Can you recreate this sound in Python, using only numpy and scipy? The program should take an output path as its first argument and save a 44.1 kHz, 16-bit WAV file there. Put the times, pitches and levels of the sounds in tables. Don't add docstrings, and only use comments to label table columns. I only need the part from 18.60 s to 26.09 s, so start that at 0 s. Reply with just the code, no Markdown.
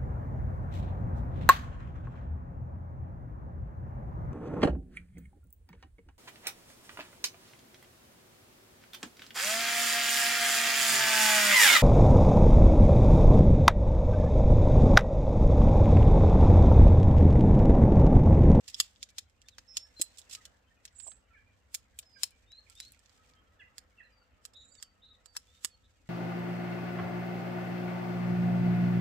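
import sys
import numpy as np
from scipy import signal
from scipy.fft import rfft, irfft, next_fast_len
from scipy.io import wavfile
from scipy.ndimage import uniform_filter1d, map_coordinates

SR = 44100
rng = np.random.default_rng(int(sys.argv[2]) if len(sys.argv) > 2 else 0)


def master_out(mix):
    frames = np.transpose(np.atleast_2d(mix))
    ceiling = np.clip(frames, -1, 1)
    pcm = np.round(ceiling * 32767).astype(np.int16)
    wavfile.write(sys.argv[1], SR, pcm)


N = 330309


def amp(db):
    return 10 ** (np.asarray(db) / 20)


def unit(x):
    return x / np.sqrt(np.mean(x ** 2) + 1e-20)


def along(points, hz):
    f, v = np.transpose(points)
    return np.interp(np.log(hz + 1), np.log(f + 1), v)


def curve(rows):
    return np.interp(np.arange(N) / SR, *np.transpose(rows))


def wobble(rate):
    knots = rng.standard_normal(int(N * rate / SR) + 4)
    return map_coordinates(knots, [np.arange(N) * rate / SR])


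def drift(t, rate):
    return map_coordinates(rng.standard_normal(int(t[-1] * rate) + 4), [t * rate + 1])


def filtered(x, response):
    n = x.shape[-1]
    m = next_fast_len(n + 4096)
    return irfft(rfft(x, m) * response(np.fft.rfftfreq(m, 1 / SR)), m)[..., :n]


def band_rms(x, lo_hz, hi_hz):
    return np.std(filtered(x, lambda f: (f > lo_hz) & (f < hi_hz)))


def add(track, sound, s, pan_db):
    part = track[:, round(s * SR):][:, :sound.shape[-1]]
    sides = amp([[pan_db / 2], [-pan_db / 2]])
    part += (sound * sides)[:, :part.shape[1]]


def tone(hz):
    return 2 * np.pi * np.cumsum(hz) / SR


# frequency in Hz, relative level in dB per Hz.
AIR_COLOUR = [(15, -30.5), (25, -14), (70, 1.5), (100, -5), (150, -16.5), (266, -11.5), (358, -19),
              (496, -11), (1060, -15.5), (1880, -16), (5720, -35.5), (7710, -41.5), (8830, -52),
              (14800, -38), (16500, -65.5)]
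# time in seconds, level in dB between 1 and 2.5 kHz.
AIR_LEVEL = [(0, -80), (.9, -84), (1.2, -78.5), (1.77, -76.5), (2.09, -80.5), (4.34, -82), (4.65, -78),
             (6.24, -81), (7.1, -84), (7.49, -83)]
# frequency in Hz, likeness from 0 to 1.
LIKENESS = [(60, 0.84), (240, 0.64), (950, 0), (3770, 0.25), (15000, 0.17)]
# middle frequency in Hz, middle level in dB.
HUM_TONES = [(50, -76), (100, -83.5), (197, -86), (505, -86)]
# time in seconds, middle level in dB.
WHINE_LEVEL = [(4.3, -100), (4.6, -72.5), (5.5, -82.5), (6.2, -79), (7.2, -82.5), (7.49, -93)]


def air():
    z = signal.stft(rng.standard_normal((2, N)), nperseg=512)[2]
    patches = uniform_filter1d(rng.standard_normal(z.shape[1:]), 5, 0)
    patches = uniform_filter1d(patches, 10, 1)
    pair = signal.istft(z * amp(1.6 * unit(patches)), nperseg=512)[1][:, :N]

    def middle_and_side(f):
        angle = np.arccos(np.clip(along(LIKENESS, f), -1, 1)) / 2
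        return amp(along(AIR_COLOUR, f)) * [np.cos(angle), np.sin(angle)]

    mid, side = filtered(pair, middle_and_side)
    both = amp(-66.5) * unit(np.array([mid + side, mid - side]))
    low = filtered(both, lambda f: 1 / (1 + (f / 300) ** 4))
    high = both - low
    high = high / band_rms(high.mean(0), 1000, 2500)
    hum = np.zeros(N)
    for hz, db in HUM_TONES:
        level = amp(db + 3 * wobble(5))
        hum += level * np.sin(tone(hz * (1 + .01 * wobble(4))))
    whine = []
    for _ in range(2):
        level = amp(4 * wobble(25))
        whine.append(level * np.sin(tone(1300 + 40 * wobble(30))))
    return low + hum + amp(curve(WHINE_LEVEL)) * np.array(whine) + high * amp(curve(AIR_LEVEL))


def chatter(count):
    out = np.zeros((2, N))
    u = np.arange(1300) / 1300
    for when, pitch, size, fall, side in rng.random((count, 5)):
        hz = (1400 + 2000 * pitch ** 1.5) * (1 - 0.25 * fall * u)
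        note = np.sin(np.pi * u) * np.sin(tone(hz))
        add(out, amp(-4 + 5 * size) * note, when * (N - 1) / SR, 12 * side - 6)
    return out * amp(curve(AIR_LEVEL) + 3 * wobble(80))


# time in seconds, level in dB near 6 kHz.
RUSTLE_LEVEL = [(0, -88), (.09, -78.5), (.27, -77.5), (.33, -85.5), (.6, -96), (1.06, -91.5), (1.45, -82),
                (1.66, -83), (1.73, -75.5), (1.96, -94.5), (2.25, -97), (2.42, -82.5), (2.61, -98),
                (3.56, -92), (3.61, -74.5), (3.65, -75), (3.7, -91), (3.97, -95), (4.09, -84.5),
                (4.25, -82), (4.4, -88), (4.63, -86.5), (4.8, -95.5), (5.65, -99), (6.75, -96),
                (6.97, -82.5), (7.1, -94.5), (7.49, -90)]
# frequency in Hz, relative level in dB per Hz.
CLOTH_COLOUR = [(600, -8), (1500, -4.5), (3000, 4.5), (6000, 1), (8200, -1), (9000, -13), (15000, -13.5),
                (16500, -32)]


def rustle():
    grain_level = amp(2.5 * wobble(50) + 2.5 * wobble(250))
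    grains = grain_level * rng.standard_normal((2, N))
    hiss = filtered(grains, lambda f: amp(along(CLOTH_COLOUR, f)))
    return amp(curve(RUSTLE_LEVEL)) * hiss / band_rms(hiss.mean(0), 5800, 6500)


def ticks(count):
    busy = np.cumsum(amp(curve(RUSTLE_LEVEL)))
    when, size, side = rng.random((count, 3)).T
    starts = .05 + np.searchsorted(busy, .97 * when * busy[-1]) / SR
    rows = []
    for s, a, b in zip(starts, size, side):
        peak_db = -64 + 4 * (2 * a - 1)
        rows.append((s, peak_db, -14, -10, 8 * b - 6, 2.5, .01))
    return rows


# frequency in Hz, seconds to fall 60 dB before scaling.
HEDGE_DECAY = [(500, 0.078), (3000, 0.24), (10000, 0.13)]


def hedge(x, t60_scale, size):
    hz, t, z = signal.stft(rng.standard_normal((2, size)), SR, nperseg=256)
    t60 = t60_scale * along(HEDGE_DECAY, hz)[:, None]
    tail = signal.istft(z * amp(-60 * t / t60), SR, nperseg=256)[1]
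    return signal.fftconvolve(x, tail / np.linalg.norm(tail[0]), axes=1)


def lawn(f, t):
    echo_db, grass_t60_s = -6.5, 0.012
    returns = amp(echo_db) * np.exp(-2j * np.pi * f * 0.0046)
    returns = returns + amp(echo_db - 11.0) * np.exp(-2j * np.pi * f * .0098)
    grass = amp(-60 * t / grass_t60_s) * rng.standard_normal((2, len(t)))
    return returns * rfft(grass / np.linalg.norm(grass[0]))


# time in seconds, direct peak in dB between 2 and 6.5 kHz, low knock in dB,
# treble in dB, left-right difference in dB, ring of the tube in dB, seconds to fall 60 dB.
CONTACTS = [(0.0782, -35, -20, -12.5, -4, -3, 0.059), (0.0973, -42, -20, -14, -2, -5, 0.057),
            (0.1441, -23.5, -52, -30, 0, 42, 0.0076), (0.2006, -11, -13, -8.5, 0, 7, 0.02),
            (0.3605, -48.5, -23, -40, 2, -14, 0.006), (0.4277, -25.5, -24.5, -19, -1.5, -4, 0.024),
            (0.4877, -50, -17.5, -21, 1, -17.5, 0.057), (0.503, -55, -15, -10, -0.5, 9, .014),
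            (0.5826, -25, -12, -16, 3, -7.5, 0.023), (.817, -49, -31, -19, -4.5, -2.5, 0.013),
            (0.8851, -40.5, -23.5, -19.5, -3.5, -24, 0.018), (0.9826, -38, -5, -19.5, -2, -10, 0.02),
            (1.1692, -21, -19.5, -14.5, -1, 4, 0.02), (1.394, -41.5, -15, -19, -6.5, -20, 0.066),
            (1.414, -21.5, -20, -5.5, 8, 9, 0.013), (1.4174, -23.5, -20.5, -4.5, -6.5, 6, 0.011),
            (1.572, -53, -34, -13, -15, 5, 0.036), (1.5828, -41, -23, -8.5, -3.5, 7, 0.064),
            (1.6162, -45.5, -32, -20, -7, -9, .012), (1.695, -48, -12, -10.5, -9, 13, 0.05),
            (1.7094, -39, -20, -14, -3, -9, 0.083), (1.726, -38, -19, -10, -2.5, 8, 0.097),
            (1.7498, -30.5, -21, -16, -2, -13.5, .018), (1.8528, -38.5, -17.5, -14, -2.5, -2.5, 0.027),
            (2.2527, -34.5, -16.5, -11.5, 1, -9.5, 0.014), (2.277, -49, -17, -35.5, 5, -7.5, 0.034),
            (2.3993, -43, -8, -20, -6, -19, 0.022), (2.472, -48.5, -12, -8, 0, -12, 0.028),
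            (2.5165, -48.5, 2, -23, 1, -31, 0.018), (3.1433, -29.5, -11.5, -2, -4, -5, 0.018),
            (3.1472, -26.5, -18.5, -6, 0, -8.5, 0.022), (3.3882, -33.5, -21.5, -5, 2, -19, 0.023),
            (3.4263, -51, -5.5, -39, 2, 0, 0.049), (3.6335, -17, -18.5, -7, 5.5, -1.5, 0.011),
            (3.707, -60.5, -18.5, 0, 3.5, 2, 0.013), (3.919, -45.5, -10.5, -20.5, 3.5, -8, .008),
            (4.0988, -50, -20.5, -2, -10, 4.5, 0.0079), (4.152, -52, -44, -8, -3, 16, 0.03),
            (4.1844, -51, -20, -31, 0, 2, .02), (4.2018, -26.5, -19, -12, -2.5, -2, 0.0068),
            (4.2254, -48, -20, -19, -4, -15, 0.099), (4.2497, -46, -38, -13.5, -1, -7, 0.022),
            (4.2826, -61, -23, 1, 5, 2, .012), (4.3203, -57.5, -22, 8.5, -0.5, 4, 0.011),
            (4.392, -61.5, -23.5, -7.5, -12, 15, .012), (4.459, -49, -10, -25, -9, -8, 0.014),
            (4.495, -54, -1.5, -19.5, -8, -2.5, 0.0092), (4.7361, -55.5, -10.5, -28, -0.5, -4, 0.015),
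            (5.1815, -32.5, -9.5, -8.5, -3, 3, 0.011), (5.8522, -32, -4.5, -8.5, -2, 11, 0.011),
            (5.9348, -56, -4, -15, -9.5, 12.5, 0.032), (6.1517, -50, -20.5, -21, -4, -4, 0.013),
            (6.2, -52.5, -8, -20.5, 0, 13, 0.013), (6.226, -31.5, -12, -7, -3.5, 4, .014),
            (6.6586, -43.5, -3, -11, -10, 19, 0.0076), (6.7506, -54, 11, -22, 8, 9, 0.031),
            (6.7643, -37, 10, -10, -1, 2, .014), (6.7667, -23.5, -12.5, -7, -2, 11, 0.0112),
            (7.0467, -20, -6, -6.5, -4, 4, 0.013)]
# frequency in Hz, width in Hz, relative strength in dB.
TUBE_MODES = [(1300, 250, -2), (1740, 250, -2), (2650, 300, -9), (3400, 450, -5), (4200, 350, -8),
              (5150, 500, 2), (6900, 550, -2), (7800, 450, -2), (11000, 900, -2)]
# frequency in Hz, relative level in dB per Hz.
SNAP_COLOUR = [(240, -33.5), (500, -2), (1000, 0), (1800, -3), (2500, -5), (3500, -1), (7700, -5),
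               (11000, -5), (15300, -5), (16500, -33)]


def ferrules():
    out, t, f = np.zeros((2, N)), np.arange(4096) / SR, np.fft.rfftfreq(4096, 1 / SR)
    lead = 44
    crack_db, crack_share = 4, .45
    centre, width, level = np.transpose(TUBE_MODES)[:, :, None]
    modes = 1j * f * width / (centre ** 2 - f ** 2 + 1j * f * width)
    low = 1 / (1 + (f / 2500) ** 2)
    for s, db, low_db, high_db, pan_db, ring_db, t60 in CONTACTS + ticks(count=16):
        strength = amp(ring_db + level + rng.normal(0, 0.87, centre.shape))
        upper_db = 8 + 0.76 * high_db
        tilt = [(600, low_db - 9.5), (1400, low_db), (2500, 0.0066), (6000, 0.01),
                (7700, upper_db), (11000, high_db)]
        colour = (1 + np.sum(strength * modes, 0)) * amp(along(SNAP_COLOUR, f) + along(tilt, f))
        decay = amp(-60 * t / t60) + amp(crack_db - 60 * t / (crack_share * t60))
        attack = 1 - np.exp(-t / (0.051 * t60))
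        shape = decay * attack * (t < .045)
        burst = rfft(np.roll(shape * rng.standard_normal((3, len(t))), lead, axis=1))
        blow = colour * (burst[1:] * (1 - low) + burst[0] * low)
        blow = amp(db) * blow / np.abs(irfft(blow * (f > 2000) * (f < 6500))).max()
        heard = irfft(blow * (1 + lawn(f, t)))[:, :2600]
        add(out, heard, s - lead / SR, pan_db)
        add(out, amp(-24.5) * hedge(heard, t60_scale=0.84, size=8000), s + 0.015, pan_db)
        swell = unit(irfft(colour * rfft(rng.standard_normal((2, len(t))))))[:, :3000]
        time_left = t[2999::-1]
        add(out, amp(db - 33 - 640 * time_left) * swell, s - 3000 / SR, pan_db)
    return out


# time in seconds, level in dB, frequency in Hz, seconds to fall 60 dB.
BODY_THUMPS = [(.202, -47.5, 398.5, 0.013), (1.4, -34.5, 319.2, 0.026), (2.468, -48.5, 690, 0.024),
               (2.479, -50.5, 642, 0.042), (3.432, -62, 652, 0.057), (7.0485, -36.5, 300, 0.0082)]


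def thumps():
    out, t = np.zeros((2, N)), np.arange(4096) / SR
    for s, db, hz, t60 in BODY_THUMPS:
        sines = np.sin(2 * np.pi * hz * t) + .6 * np.sin(2 * np.pi * 1.6 * hz * t)
        noise = filtered(rng.standard_normal(len(t)), lambda f: 1 / (1 + ((f - hz) / (.5 * hz)) ** 4))
        shape = amp(db - 60 * t / t60) * (1 - np.exp(-t / 0.0012))
        add(out, shape * (sines + 4 * noise), s - .002, 0)
    return out


def edges(t, length):
    attack_s, release_s = 0.018, 0.017
    return np.sqrt(2) * np.clip(np.minimum(t / attack_s, (length - t) / release_s), 0, 1)


WAVER_DB, WAVER_HZ = 3, 14
# start in seconds, length in seconds, first Hz, last Hz, level at the start
# in dB, swell over the note in dB, left-right difference in dB.
WHISTLED_NOTES = [(0.855, .04, 3400, 3800, -70, 13, 0), (1.072, 0.19, 5290, 5410, -59.5, 3.5, -2),
                  (1.363, 0.15, 4145, 4160, -48.5, -29.5, 2.5), (2.856, 0.035, 2376, 2390, -74, 8.5, -2),
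                  (3.446, 0.18, 5410, 4870, -72.5, 4.5, -7), (3.863, 0.14, 3520, 4310, -70, 14, -0.5),
                  (4.152, 0.14, 3435, 4380, -62, 3, 2.5), (5.517, 0.13, 5080, 4480, -71.5, -13, 7.8),
                  (6.078, .04, 4000, 4440, -82.5, 4.5, -7), (6.108, 0.034, 4600, 4680, -70, 0, -6),
                  (6.132, 0.081, 4340, 3460, -68.5, -16, -3), (6.176, .2, 4570, 4595, -57, -37, 3),
                  (6.646, .1, 4780, 4560, -74, 4, -7.5), (6.871, 0.13, 3470, 3720, -71, -3, -6),
                  (7.102, .07, 4540, 4350, -61, -20.5, -0.5)]


def whistles():
    out = np.zeros((2, N))
    for s, length, from_hz, to_hz, db, swell_db, pan_db in WHISTLED_NOTES:
        t = np.arange(0, length, 1 / SR)
        bend = .85 if to_hz > from_hz else 0.38
        pitch = from_hz + (to_hz - from_hz) * (t / length) ** bend + WAVER_HZ * drift(t, 33)
        level = amp(db + swell_db * t / length + WAVER_DB * drift(t, 40))
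        add(out, edges(t, length) * level * np.sin(tone(pitch)), s, pan_db)
    return out


# start in seconds, length in seconds, first Hz, last Hz, peak in dB.
CHIRP_NOTES = [(0.902, 0.063, 4160, 3010, -67.5), (1.249, .015, 1770, 1660, -68.5),
               (1.761, .03, 1292, 1240, -62.5), (2.101, 0.031, 1840, 1787, -71.5),
               (2.498, 0.021, 6600, 6360, -63), (2.696, 0.043, 1400, 1267, -71.5),
               (2.729, 0.03, 2380, 2050, -66), (2.746, 0.038, 1823, 1500, -64),
               (2.754, 0.057, 2460, 2174, -67), (2.784, .02, 1700, 1680, -70.5),
               (3.548, 0.021, 2390, 2260, -68), (3.558, 0.019, 1670, 1490, -65),
               (3.705, 0.049, 2450, 2220, -71), (4.063, 0.014, 2550, 1870, -65),
               (4.33, 0.021, 2870, 1740, -68), (4.63, 0.025, 2970, 1950, -69.5),
               (4.989, 0.035, 3480, 3150, -68), (4.991, 0.029, 1806, 1505, -60),
               (4.996, 0.024, 2910, 2360, -58), (5.013, 0.02, 2110, 1863, -53.5),
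               (4.755, 0.055, 3160, 3170, -73.5), (5.06, 0.024, 2040, 1970, -68),
               (5.373, 0.023, 2800, 2570, -60.5), (5.394, 0.018, 2790, 2400, -64.5),
               (5.396, .024, 2070, 1560, -58), (5.417, 0.017, 2820, 2484, -67),
               (5.431, 0.035, 1940, 1655, -68), (5.435, 0.041, 4190, 3930, -67.5),
               (5.459, 0.03, 1963, 1870, -71), (6.222, 0.034, 3440, 2820, -68),
               (7.116, .04, 3500, 2970, -74.5)]


def chirps():
    out = np.zeros((2, N))
    for s, length, from_hz, to_hz, db in CHIRP_NOTES:
        u = np.arange(round(length * SR)) / (length * SR)
        pitch = from_hz + (to_hz - from_hz) * u ** 1.3
        add(out, amp(db) * np.sin(np.pi * u) ** 0.91 * np.sin(tone(pitch)), s, -3.5)
    return out


# start in seconds, top Hz, bottom Hz, peak in dB, left-right difference in dB.
TRILL_SWEEPS = [(2.315, 8200, 6850, -81, -13), (2.349, 7960, 6720, -65, -14),
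                (2.383, 8170, 7000, -52.5, -14), (2.42, 8000, 6960, -55.5, -12),
                (2.456, 8240, 7440, -49, -12), (2.495, 8340, 7600, -56.5, -12),
                (2.532, 8000, 7650, -73, -10), (5.961, 7080, 6800, -74.5, -8),
                (5.998, 7160, 6670, -70.5, -7.5), (6.04, 7250, 6750, -71.5, -11),
                (6.073, 7330, 6630, -71.5, -8), (6.116, 7330, 6630, -66, -13), (6.158, 7100, 6600, -71, -6),
                (6.039, 7760, 7160, -77.5, -13), (6.078, 7920, 7500, -76.5, -15),
                (6.128, 8060, 7330, -70.5, -13.5), (6.168, 8100, 7450, -79, -13)]


def trills():
    out, sweep_s = np.zeros((2, N)), 0.036
    u = np.arange(round(sweep_s * SR)) / (sweep_s * SR)
    for s, top_hz, bottom_hz, db, pan_db in TRILL_SWEEPS:
        pitch = top_hz + (bottom_hz - top_hz) * (1 - np.cos(np.pi * u ** 1.26)) / 2
        add(out, amp(db) * np.sin(np.pi * u) ** 0.86 * np.sin(tone(pitch)), s, pan_db)
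    return out


# start in seconds, length in seconds, centre Hz, height of the pitch arch in Hz,
# level at the start in dB, left-right difference in dB.
BUZZED_NOTES = [(5.941, .12, 3787, 30, -56, -1.5), (6.416, .15, 3734, 130, -59, -1.5),
                (7.228, .05, 3720, 50, -68, -1.5)]


def buzzes():
    out = np.zeros((2, N))
    vibrato_hz, vibrato_depth_hz, scoop_hz, scoop_s, fade_db = 174.6, 150, 250, 0.012, -7.5
    for s, length, hz, arch_hz, db, pan_db in BUZZED_NOTES:
        t = np.arange(0, length, 1 / SR)
        depth = vibrato_depth_hz * amp(WAVER_DB * drift(t, 42.7))
        vibrato = depth * np.sin(tone(vibrato_hz + WAVER_HZ * drift(t, 55)))
        arch = arch_hz * np.sin(np.pi * (t / length) ** 0.59)
        pitch = hz - scoop_hz * np.exp(-t / scoop_s) + arch + vibrato
        level = amp(db + fade_db * t / length)
        add(out, edges(t, length) * level * np.sin(tone(pitch)), s, pan_db)
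    return out


def birds():
    out = chatter(count=420) + whistles() + buzzes() + chirps() + trills()
    out = out * amp(3 * np.array([wobble(90), wobble(90)]))
    echo = hedge(out, t60_scale=1.3, size=20000)[:, :N]
    echo_db = [(2900, 1), (3500, -9), (6000, -8), (7000, -3)]  # (Hz, dB)
    return out + filtered(echo, lambda f: amp(along(echo_db, f)))


def scene():
    return ferrules() + thumps() + birds() + rustle() + air()


# resonance in Hz, width in Hz, strength in dB.
PORT_RESONANCES = [(11000, 1200, 1), (7680, 2000, 0)]


def record(dry):
    top_hz = 16650

    def ports(f):
        return np.array([1 + amp(db) * 1j * f * width_hz / (hz * hz - f * f + 1j * f * width_hz)
                         for hz, width_hz, db in PORT_RESONANCES])

    return filtered(dry, lambda f: ports(f) * (f < top_hz))


dry = scene()
out = record(dry)
master_out(out)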